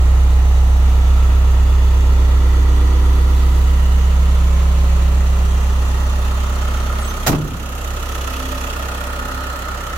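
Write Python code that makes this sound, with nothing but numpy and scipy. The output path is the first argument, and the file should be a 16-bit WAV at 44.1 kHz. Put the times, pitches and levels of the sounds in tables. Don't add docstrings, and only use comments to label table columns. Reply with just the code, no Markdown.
import sys
import numpy as np
from scipy import signal
from scipy.fft import rfft, irfft, next_fast_len
from scipy.io import wavfile
from scipy.ndimage import uniform_filter1d, minimum_filter1d, map_coordinates

SR = 44100
rng = np.random.default_rng(int(sys.argv[2]) if len(sys.argv) > 2 else 0)


def store_wav(level_fs):
    pcm = np.round(np.clip(np.atleast_2d(level_fs), -1, 1) * 32767)
    wavfile.write(sys.argv[1], SR, pcm.T.astype(np.int16))


N = 439677
TIME = np.arange(N) / SR
WALK_AWAY_S = 8.43
TOP_HZ = 15900

# (time [s], share of sound coming through open air [0 to 1])
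OPEN_AIR_SHARE = [(0, 0.0044), (3.6, 0.083), (5.1, 0.13), (6, 0.33), (6.9, 0.56), (7.4, 0.86), (8.3, 0.92)]
# (frequency [Hz], likeness [-1 to 1])
EAR_LIKENESS = [(100, 0.9), (250, 0.84), (500, 0.67), (1000, 0.17), (2000, -0.083), (12000, -0.04)]
# (frequency [Hz], left minus right [dB])
EAR_BALANCE = [(60, -2), (130, 0), (250, -0.5), (500, -2), (1000, -2.5), (12000, -4)]

# (frequency [Hz], level [dB])
RUMBLE_COLOUR = [(20, -11), (45, -2.5), (80, -4), (130, -6.5), (300, -14.5), (1000, -18.5), (4000, -26),
                 (15000, -57)]
CRACK_COLOUR = [(500, -16), (1030, -14), (1390, -8), (1630, -14), (1860, -5.5), (2100, -13), (2800, -12),
                (4500, -15), (6100, -11.5), (9800, -24), (13900, -14), (15800, -25)]
CLUNK_COLOUR = [(300, -28), (520, -8), (630, 4), (740, -4), (860, -1), (1030, -12), (1390, -11),
                (1900, -21), (3000, -25)]
THUD_COLOUR = [(35, -30), (60, -3), (125, 1.5), (155, 3), (216, -12), (302, -2), (420, -8), (504, -13),
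               (577, -17), (642, -19), (1030, -14), (1500, -33), (1950, -56), (3300, -120)]
HOLLOW_COLOUR = [(70, -12), (110, 3), (155, -1), (200, 0), (250, -3), (330, -7), (600, -21), (2000, -60)]
GLASS_COLOUR = [(500, -16), (1000, 1), (1450, 0), (1900, -9), (2600, -4), (3400, -15), (5000, -15),
                (9000, -32)]
INJECTOR_COLOUR = [(3000, -22), (5000, -11), (6400, -2), (7800, -1), (9300, -9), (12200, 1.5), (15800, -7)]
BLOCK_BLOW_COLOUR = [(380, -25), (560, 1.5), (1850, 2.5), (2800, -22)]
PANEL_COLOUR = [(90, -22), (150, -9), (190, -9), (235, 3), (265, 2.5), (345, -1), (430, 0.5), (490, -2),
                (600, -24.5)]
KNOCK_CAB_COLOUR = [(300, -21), (500, -3), (750, -3.5), (970, -1.5), (1130, -4.5), (1320, -3.5),
                    (1500, -15.5), (1700, -28), (2400, -38.5)]
KNOCK_YARD_COLOUR = [(300, -20), (480, -9), (588, -7), (690, -10.5), (860, -9.5), (1080, -9), (1250, -3.5),
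                     (1410, -7), (1600, -17), (1770, -11), (2400, -44)]
CLATTER_CAB_COLOUR = [(1000, -36), (1600, -6.5), (1900, 2), (2250, -4.5), (2700, -2.5), (3100, -5),
                      (3600, -6), (4400, -8.5), (5150, -17), (5800, -9), (6600, -6), (7600, -13),
                      (9500, -21.5), (12100, -18.5), (15800, -46)]
CLATTER_YARD_COLOUR = [(1000, -35), (1600, -17), (1900, 0.5), (2150, -11), (2700, -2.5), (3150, -3.5),
                       (3600, -8.5), (4050, -10.5), (4900, -13.5), (5700, -10), (6600, -8.5), (8800, -16.5),
                       (12100, -14), (15800, -20)]

# (time passed [s], reach [s], pitch [Hz], width [Hz], level [dB])
LOOSE_PARTS = [(2.8, 0.61, 1930, 60, -46.5), (2.6, 1.4, 3480, 84, -49), (1.8, 1.6, 2870, 110, -50),
               (3.92, 0.3, 2950, 180, -46.5), (2.6, 1.5, 4480, 130, -56), (1.33, .25, 1325, 50, -41),
               (1.4, .4, 1020, 130, -45), (2.33, .3, 1330, 35, -44), (8.9, 0.73, 870, 80, -44),
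               (9.24, 0.44, 1425, 80, -39), (9.8, .4, 1950, 150, -45), (9.5, .3, 4180, 450, -47)]
# (time [s], length [s], pitch [Hz], level [dB])
HINGE_SLIPS = [(6.975, .017, 14800, -46), (6.99, 0.038, 10500, -40), (7.021, .025, 8300, -36),
               (7.05, 0.021, 7800, -33), (7.066, .021, 8900, -38), (7.079, 0.036, 6165, -31.5)]
# (time [s], crack level [dB], thud level [dB])
DOOR_HITS = [(7.265, -16.5, -40), (7.27, -11, -12.5), (7.279, -7.5, -8), (7.291, -16.5, -5.5),
             (7.306, -32, -9), (7.318, -21, -14.5), (7.326, -30, -4), (7.349, -29, -26), (7.383, -42, -15),
             (7.447, -46, -20)]
# (pitch [Hz], level [dB], time to fade by 60 dB [s])
DOOR_NOTES = [(43, -4, 0.4), (104, -6, .45), (124, -4, .42), (151, -2, 0.58), (179.8, -10, .5),
              (250.6, -16, 0.7), (290, -11, .28), (360, -13, 0.33), (440, -18, .36), (600, -16, 0.27)]
# (time [s], level [dB])
WINDOW_RATTLES = [(7.329, -16), (7.348, -19)]
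# (time [s], reach [s], level change [dB])
DOOR_SCREEN = (7.73, 0.25, -1.7)

# (pitch [Hz], width [Hz], level [dB])
BLOCK_NOTES = [(594, 26, -5), (1247, 78, 0), (1343, 74, 0.5), (1414, 73, -2.5), (1810, 140, -14.5)]
# (time [s], level [dB])
BLOCK_RING_LEVEL = [(0, -40), (.5, -45), (1.3, -37.5), (2, -46), (3.1, -38.5), (3.5, -42), (5.4, -41.5),
                    (6.3, -39), (6.9, -32.5), (7.25, -34.5), (8.4, -35.5), (9.35, -30.5), (9.97, -30.5)]
# (time [s], level [dB])
HARD_FIRINGS = [(8.028, -26), (8.091, -26), (8.123, -24.5), (8.152, -21), (8.275, -18), (8.4, -22),
                (8.524, -23), (8.64, -26), (8.884, -26), (9.006, -28), (9.282, -25), (9.559, -26)]
# (time passed [s], reach [s], rough pitch [Hz], level [dB])
SINGING_SPOTS = [(.4, 2.3, 145, -42.5), (4.5, 1.1, 147, -47), (5, 1.4, 195, -40.5), (9.2, .7, 196, -44.5),
                 (4.5, 1.5, 212, -42.5), (6.9, 0.55, 212, -39.5), (2.7, .7, 226, -39.5),
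                 (1.2, 1, 226, -42.5), (2.4, 1.0, 258, -40.5), (6.83, 0.22, 261, -39),
                 (8.48, 0.14, 261, -34.5), (9.35, 0.18, 261, -38), (2.87, 0.53, 290, -37),
                 (2.9, .6, 323, -42), (2.9, .5, 387, -39.5), (.2, .4, 387, -45), (5.04, .6, 407, -46.5),
                 (2.82, 0.78, 484, -43), (3, 0.6, 510, -48), (4.84, 0.55, 555, -43.5),
                 (9.33, 0.67, 588, -41), (0.73, .6, 742, -45.5), (.6, 0.53, 839, -44.5),
                 (2.04, 0.46, 936, -43.5), (1.2, .9, 968, -46), (3, .28, 1001, -42.5),
                 (4.53, 0.28, 1045, -44.5), (9.4, .3, 1242, -41.5), (9.45, 0.19, 1274, -39)]
# (cab level [dB], yard level [dB], time passed [s], reach [s], change at the spot [dB])
INJECTOR_PATH = (-67, -45, 6, 5, 2.5)
PANEL_PATH = (-37, -38, 3.5, 0.32, 3)
KNOCK_PATH = (-35.5, -34.5, 9, -0.3, 1)
CLATTER_PATH = (-39.5, -36.5, 8.5, 0.35, 2)
BOOM_PATHS = [(-19, -31, 7.3, 0.44, 1.5), (-10.5, -26.5, 7.3, 0.14, -5.5), (-29.5, -45, 4.24, 0.75, -8.5),
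              (-38, -48, 5.5, 2.9, 3.5), (-35.5, -53.5, 4.78, 0.81, 6.5)]
# (time [s], firing rate [Hz])
FIRING_RATE = [(0, 32.167), (1.4, 32.3), (2.75, 32.22), (4.2, 32.74), (5.2, 32.565), (6.1, 32.63),
               (9, 32.65), (9.97, 32.49)]


def amp(db):
    return 10 ** (np.asarray(db) / 20)


def unit(x):
    return x / np.sqrt(np.mean(x ** 2) + 1e-20)


def at_pitch(points, hz):
    pitches, values = np.transpose(points)
    return np.interp(np.log(hz + 1), np.log(pitches + 1), values)


def over_time(points):
    return np.interp(TIME, *np.transpose(points))


def wobble(rate):
    return map_coordinates(rng.standard_normal(int(N * rate / SR) + 4), [TIME * rate], order=2)


def filtered(x, response):
    n = x.shape[-1]
    padded = next_fast_len(n + 8192, real=True)
    return irfft(rfft(x, padded) * response(np.fft.rfftfreq(padded, 1 / SR)), padded)[..., :n]


def coloured(pair, colour):
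    def response(hz):
        turn = np.arccos(np.clip(at_pitch(EAR_LIKENESS, hz), -1, 1)) / 2
        return amp(at_pitch(colour, hz)) * np.array([np.cos(turn), np.sin(turn)])
    mid, side = filtered(pair, response)
    return unit(np.array([mid + side, mid - side]))


def shifting(pair, depth_db, spacing_hz, changes_per_s, size, smooth_above_hz=8000):
    hz, times, spectrum = signal.stft(pair, SR, nperseg=size)
    place = np.array(np.meshgrid(times * changes_per_s, hz / spacing_hz))
    grids = rng.standard_normal((2, 400, 400))
    bumps = np.array([map_coordinates(grid, place, order=1, mode="wrap") for grid in grids])
    depth = depth_db * np.minimum(smooth_above_hz / (hz[:, None] + 1), 1)
    return signal.istft(spectrum * amp(depth * bumps), nperseg=size)[1][:, :N]


def resonance(hz, centre_hz, width_hz):
    return 1j * hz * width_hz / (centre_hz ** 2 - hz ** 2 + 1j * hz * width_hz)


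def blend(a, b, share):
    share = np.clip(share, 0, 1)
    return np.sqrt(1 - share) * a + np.sqrt(share) * b


def passing(s, reach):
    return np.exp(-.5 * ((TIME - s) / reach) ** 2)


def level_on_path(path, fade_db_per_s):
    cab_db, yard_db, s, reach, spot_db = path
    place_db = cab_db + (yard_db - cab_db) * over_time(OPEN_AIR_SHARE)
    return place_db + spot_db * passing(s, reach) - fade_db_per_s * np.maximum(TIME - WALK_AWAY_S, 0)


def repeating(turns, size, changes_per_s=0.9):
    place = TIME * changes_per_s
    shapes = rng.standard_normal((2, int(place[-1]) + 2, size))
    row, col = place.astype(int), (turns % 1 * size).astype(int)
    return blend(shapes[:, row, col], shapes[:, row + 1, col], place % 1)


def vibration(firings, cylinder_share, loose_share):
    locked = blend(repeating(firings, size=1357), repeating(firings / 4, size=5428), cylinder_share)
    return blend(locked, rng.standard_normal((2, N)), loose_share)


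def throb(firings, depth_db, lag, uneven_db, scatter_db, steepness=0.18):
    angle = 2 * np.pi * (firings - lag)
    swell = depth_db * (np.cos(angle) - steepness * np.sin(2 * angle))
    cylinders = uneven_db * (np.cos(angle / 2) + .5 * np.sin(angle / 4))
    gain = amp(swell + cylinders + scatter_db * wobble(65))
    return gain / np.sqrt(uniform_filter1d(gain ** 2, size=11000))


def strokes(firings, lag, life, scatter_db):
    count, age = np.divmod(firings - lag + 1, 1)
    chance = rng.uniform(-1, 1, int(count[-1]) + 1)
    return amp(scatter_db * chance)[count.astype(int)] * np.exp(-age / life)


def yard_background(drone_hz=34.276, drone_db=-41.5, octave_db=-43, rumble_db=-35):
    angle = 2 * np.pi * drone_hz * TIME
    drone = amp(drone_db) * np.sin(angle) + amp(octave_db) * np.sin(2 * angle)
    return drone + amp(rumble_db) * coloured(rng.standard_normal((2, N)), RUMBLE_COLOUR)


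def trim_buzz(firings):
    shake = vibration(firings, cylinder_share=0.7, loose_share=0.35)
    shake *= strokes(firings, lag=-0.052, life=.3, scatter_db=4) - 1
    out = np.zeros((2, N))
    for s, reach, pitch, width, db in LOOSE_PARTS:
        buzz = unit(filtered(shake, lambda hz: resonance(hz, pitch, width) ** 2))
        out += amp(db) * passing(s, reach) * buzz
    return out


def hinge_squeak(rasp=0.018, least_rasp=0.005, overtone_db=-8):
    out = np.zeros(N)
    lowest_hz = min(hz for _, _, hz, _ in HINGE_SLIPS)
    for s, length, hz, db in HINGE_SLIPS:
        start, size = round(s * SR), round(length * SR)
        roughness = least_rasp + rasp * np.sqrt(hz / lowest_hz - 1)
        phase = 2 * np.pi * np.cumsum(hz * (1 + roughness * wobble(1400)[:size])) / SR
        overtone = amp(overtone_db) * np.sin(2 * phase) * (2 * hz < TOP_HZ)
        swell = np.sin(np.linspace(0, np.pi, size))
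        out[start:start + size] += amp(db) * swell * (np.sin(phase) + overtone)
    return out


def door_slam(rise_s=0.0022, ring_db=-8.5):
    out, t = np.zeros((2, N)), np.arange(SR) / SR

    def burst(colour, db, fade_s):
        return coloured(rng.standard_normal((2, SR)), colour) * amp(db - 60 * t / fade_s)

    for s, crack_db, thud_db in DOOR_HITS:
        latch = burst(CRACK_COLOUR, db=-1.3, fade_s=0.09) + burst(CLUNK_COLOUR, db=-2, fade_s=0.14)
        ring = sum(amp(db + rng.normal(0, 1.6) - 60 * t / fade_s) * np.sin(2 * np.pi * hz * t)
                   for hz, db, fade_s in DOOR_NOTES)
        hollow = burst(HOLLOW_COLOUR, db=-15.5, fade_s=1.0)
        thud = burst(THUD_COLOUR, db=-1.7, fade_s=0.16)
        panel = (thud + hollow + amp(ring_db) * ring) * (1 - np.exp(-t / rise_s))
        out[:, round(s * SR):][:, :SR] += amp(crack_db) * latch + amp(thud_db) * panel
    for s, db in WINDOW_RATTLES:
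        out[:, round(s * SR):][:, :SR] += burst(GLASS_COLOUR, db, fade_s=0.069)
    return out


def injector_ticks(firings):
    ticks = unit(strokes(firings, lag=-.17, life=0.32, scatter_db=4)) * rng.standard_normal((2, N))
    return amp(level_on_path(INJECTOR_PATH, fade_db_per_s=3)) * coloured(ticks, INJECTOR_COLOUR)


def block_tone(blow):
    def response(hz):
        return sum((-1) ** k * amp(db) * resonance(hz, pitch, width)
                   for k, (pitch, width, db) in enumerate(BLOCK_NOTES))
    return unit(filtered(blow, response))


def block_ring(firings, steady_cab=0.65, steady_yard=0.38, accent_db=3):
    outside = over_time(OPEN_AIR_SHARE)
    steady = steady_cab + (steady_yard - steady_cab) * outside
    accent = amp(-accent_db * outside * np.cos(np.pi * firings))
    knocks = steady + accent * strokes(firings, lag=-.13, life=0.2, scatter_db=3)
    knocks /= np.sqrt(uniform_filter1d(knocks ** 2, size=22000))
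    blows = vibration(firings, cylinder_share=0.6, loose_share=0.34) * knocks
    return amp(over_time(BLOCK_RING_LEVEL)) * block_tone(coloured(blows, BLOCK_BLOW_COLOUR))


def hard_knocks(ring_fade_s=0.067, crack_fade_s=0.02, rise_s=0.0005, blow_db=-6, crack_db=-3):
    out, t = np.zeros((2, N)), np.arange(SR // 4) / SR
    for s, db in HARD_FIRINGS:
        blow = coloured(rng.standard_normal((2, len(t))), KNOCK_YARD_COLOUR)
        ring = (block_tone(blow) + amp(blow_db) * blow) * amp(-60 * t / ring_fade_s)
        crack = coloured(rng.standard_normal((2, len(t))), CLATTER_YARD_COLOUR)
        crack *= amp(crack_db - 60 * t / crack_fade_s)
        out[:, round(s * SR):][:, :len(t)] += amp(db) * (ring + crack) * (1 - np.exp(-t / rise_s))
    return out


def panel_shake(firings):
    shake = vibration(firings, cylinder_share=0.9, loose_share=0.35)
    shake *= throb(firings, depth_db=1.5, lag=-0.06, uneven_db=0, scatter_db=.5)
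    return amp(level_on_path(PANEL_PATH, fade_db_per_s=3.5)) * coloured(shake, PANEL_COLOUR)


def engine_knock(firings):
    outside = over_time(OPEN_AIR_SHARE)
    blows = vibration(firings, cylinder_share=0.64, loose_share=0.1 + 0.3 * outside)
    blows *= throb(firings, depth_db=-0.15 + 2 * outside, lag=0.11,
                   uneven_db=-0.26 - 0.3 * outside, scatter_db=0.5)
    knock = blend(coloured(blows, KNOCK_CAB_COLOUR), coloured(blows, KNOCK_YARD_COLOUR), outside)
    return amp(level_on_path(KNOCK_PATH, fade_db_per_s=0)) * knock


def engine_clatter(firings):
    outside = over_time(OPEN_AIR_SHARE)
    ticks = vibration(firings, cylinder_share=0.7, loose_share=0.6) * amp(0.58 * wobble(700))
    snaps = 2 + (0.15 + 0.6 * outside) * strokes(firings, lag=-.17, life=0.18, scatter_db=4)
    beats = throb(firings, depth_db=0.28 + 2.65 * outside, lag=-0.03,
                  uneven_db=-0.17 - 0.5 * outside, scatter_db=0.3 + .2 * outside)
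    metal = shifting(ticks * snaps * beats, depth_db=2.6, spacing_hz=110, changes_per_s=1.8,
                     size=1024, smooth_above_hz=11000)
    metal = shifting(metal, depth_db=1.7, spacing_hz=649, changes_per_s=33, size=256)
    clatter = blend(coloured(metal, CLATTER_CAB_COLOUR), coloured(metal, CLATTER_YARD_COLOUR), outside)
    return amp(level_on_path(CLATTER_PATH, fade_db_per_s=1)) * clatter


def standing_waves(firings, waver_db=1.1):
    out = np.zeros(N)
    firing_hz = np.mean(over_time(FIRING_RATE))
    for s, reach, hz, db in SINGING_SPOTS:
        multiple = round(2 * hz / firing_hz) / 2
        waver = np.interp(TIME, np.linspace(0, TIME[-1], 100), rng.standard_normal(100))
        tone = np.sin(2 * np.pi * (multiple * firings + rng.random()))
        out += amp(db + waver_db * waver) * passing(s, reach) * tone
    return np.sqrt(2) * out


def exhaust_boom(firings, cab_note_hz=80, side_tone_db=-26):
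    levels = [level_on_path(path, fade_db_per_s=2.5) for path in BOOM_PATHS]
    firing_hz = np.mean(over_time(FIRING_RATE))
    hum = np.zeros(N)
    for k, db in enumerate(levels, 1):
        flip = np.sign(cab_note_hz - k * firing_hz)
        hum += flip * amp(db + 0.05 * k * wobble(17)) * np.cos(2 * np.pi * k * firings)
    side_tone = amp(levels[1] + side_tone_db) * np.cos(2 * np.pi * 2.25 * firings)
    return np.sqrt(2) * (hum + side_tone)


def scene():
    firings = .16 + np.cumsum(over_time(FIRING_RATE)) / SR
    hum = exhaust_boom(firings) + standing_waves(firings)
    engine = panel_shake(firings) + engine_knock(firings) + engine_clatter(firings) + block_ring(firings)
    s, reach, screen_db = DOOR_SCREEN
    engine *= amp(screen_db * passing(s, reach))
    mix = hum + engine + hard_knocks() + injector_ticks(firings) + trim_buzz(firings)
    mix += hinge_squeak() + door_slam() + yard_background()
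    return filtered(mix, lambda hz: amp(np.outer([1, -1], at_pitch(EAR_BALANCE, hz)) / 2))


def record(dry, ceiling_db=0.2, recovery_db_per_s=9.5):
    peak_db = 20 * np.log10(np.abs(dry).max(axis=0) + 1e-9)
    needed_db = minimum_filter1d(np.minimum(ceiling_db - peak_db, 0), size=129)
    recovery_db = recovery_db_per_s * TIME
    gain_db = np.minimum.accumulate(needed_db - recovery_db) + recovery_db
    limited = dry * amp(uniform_filter1d(gain_db, size=129))
    return filtered(limited, lambda hz: hz < TOP_HZ)


dry = scene()
out = record(dry)
store_wav(out)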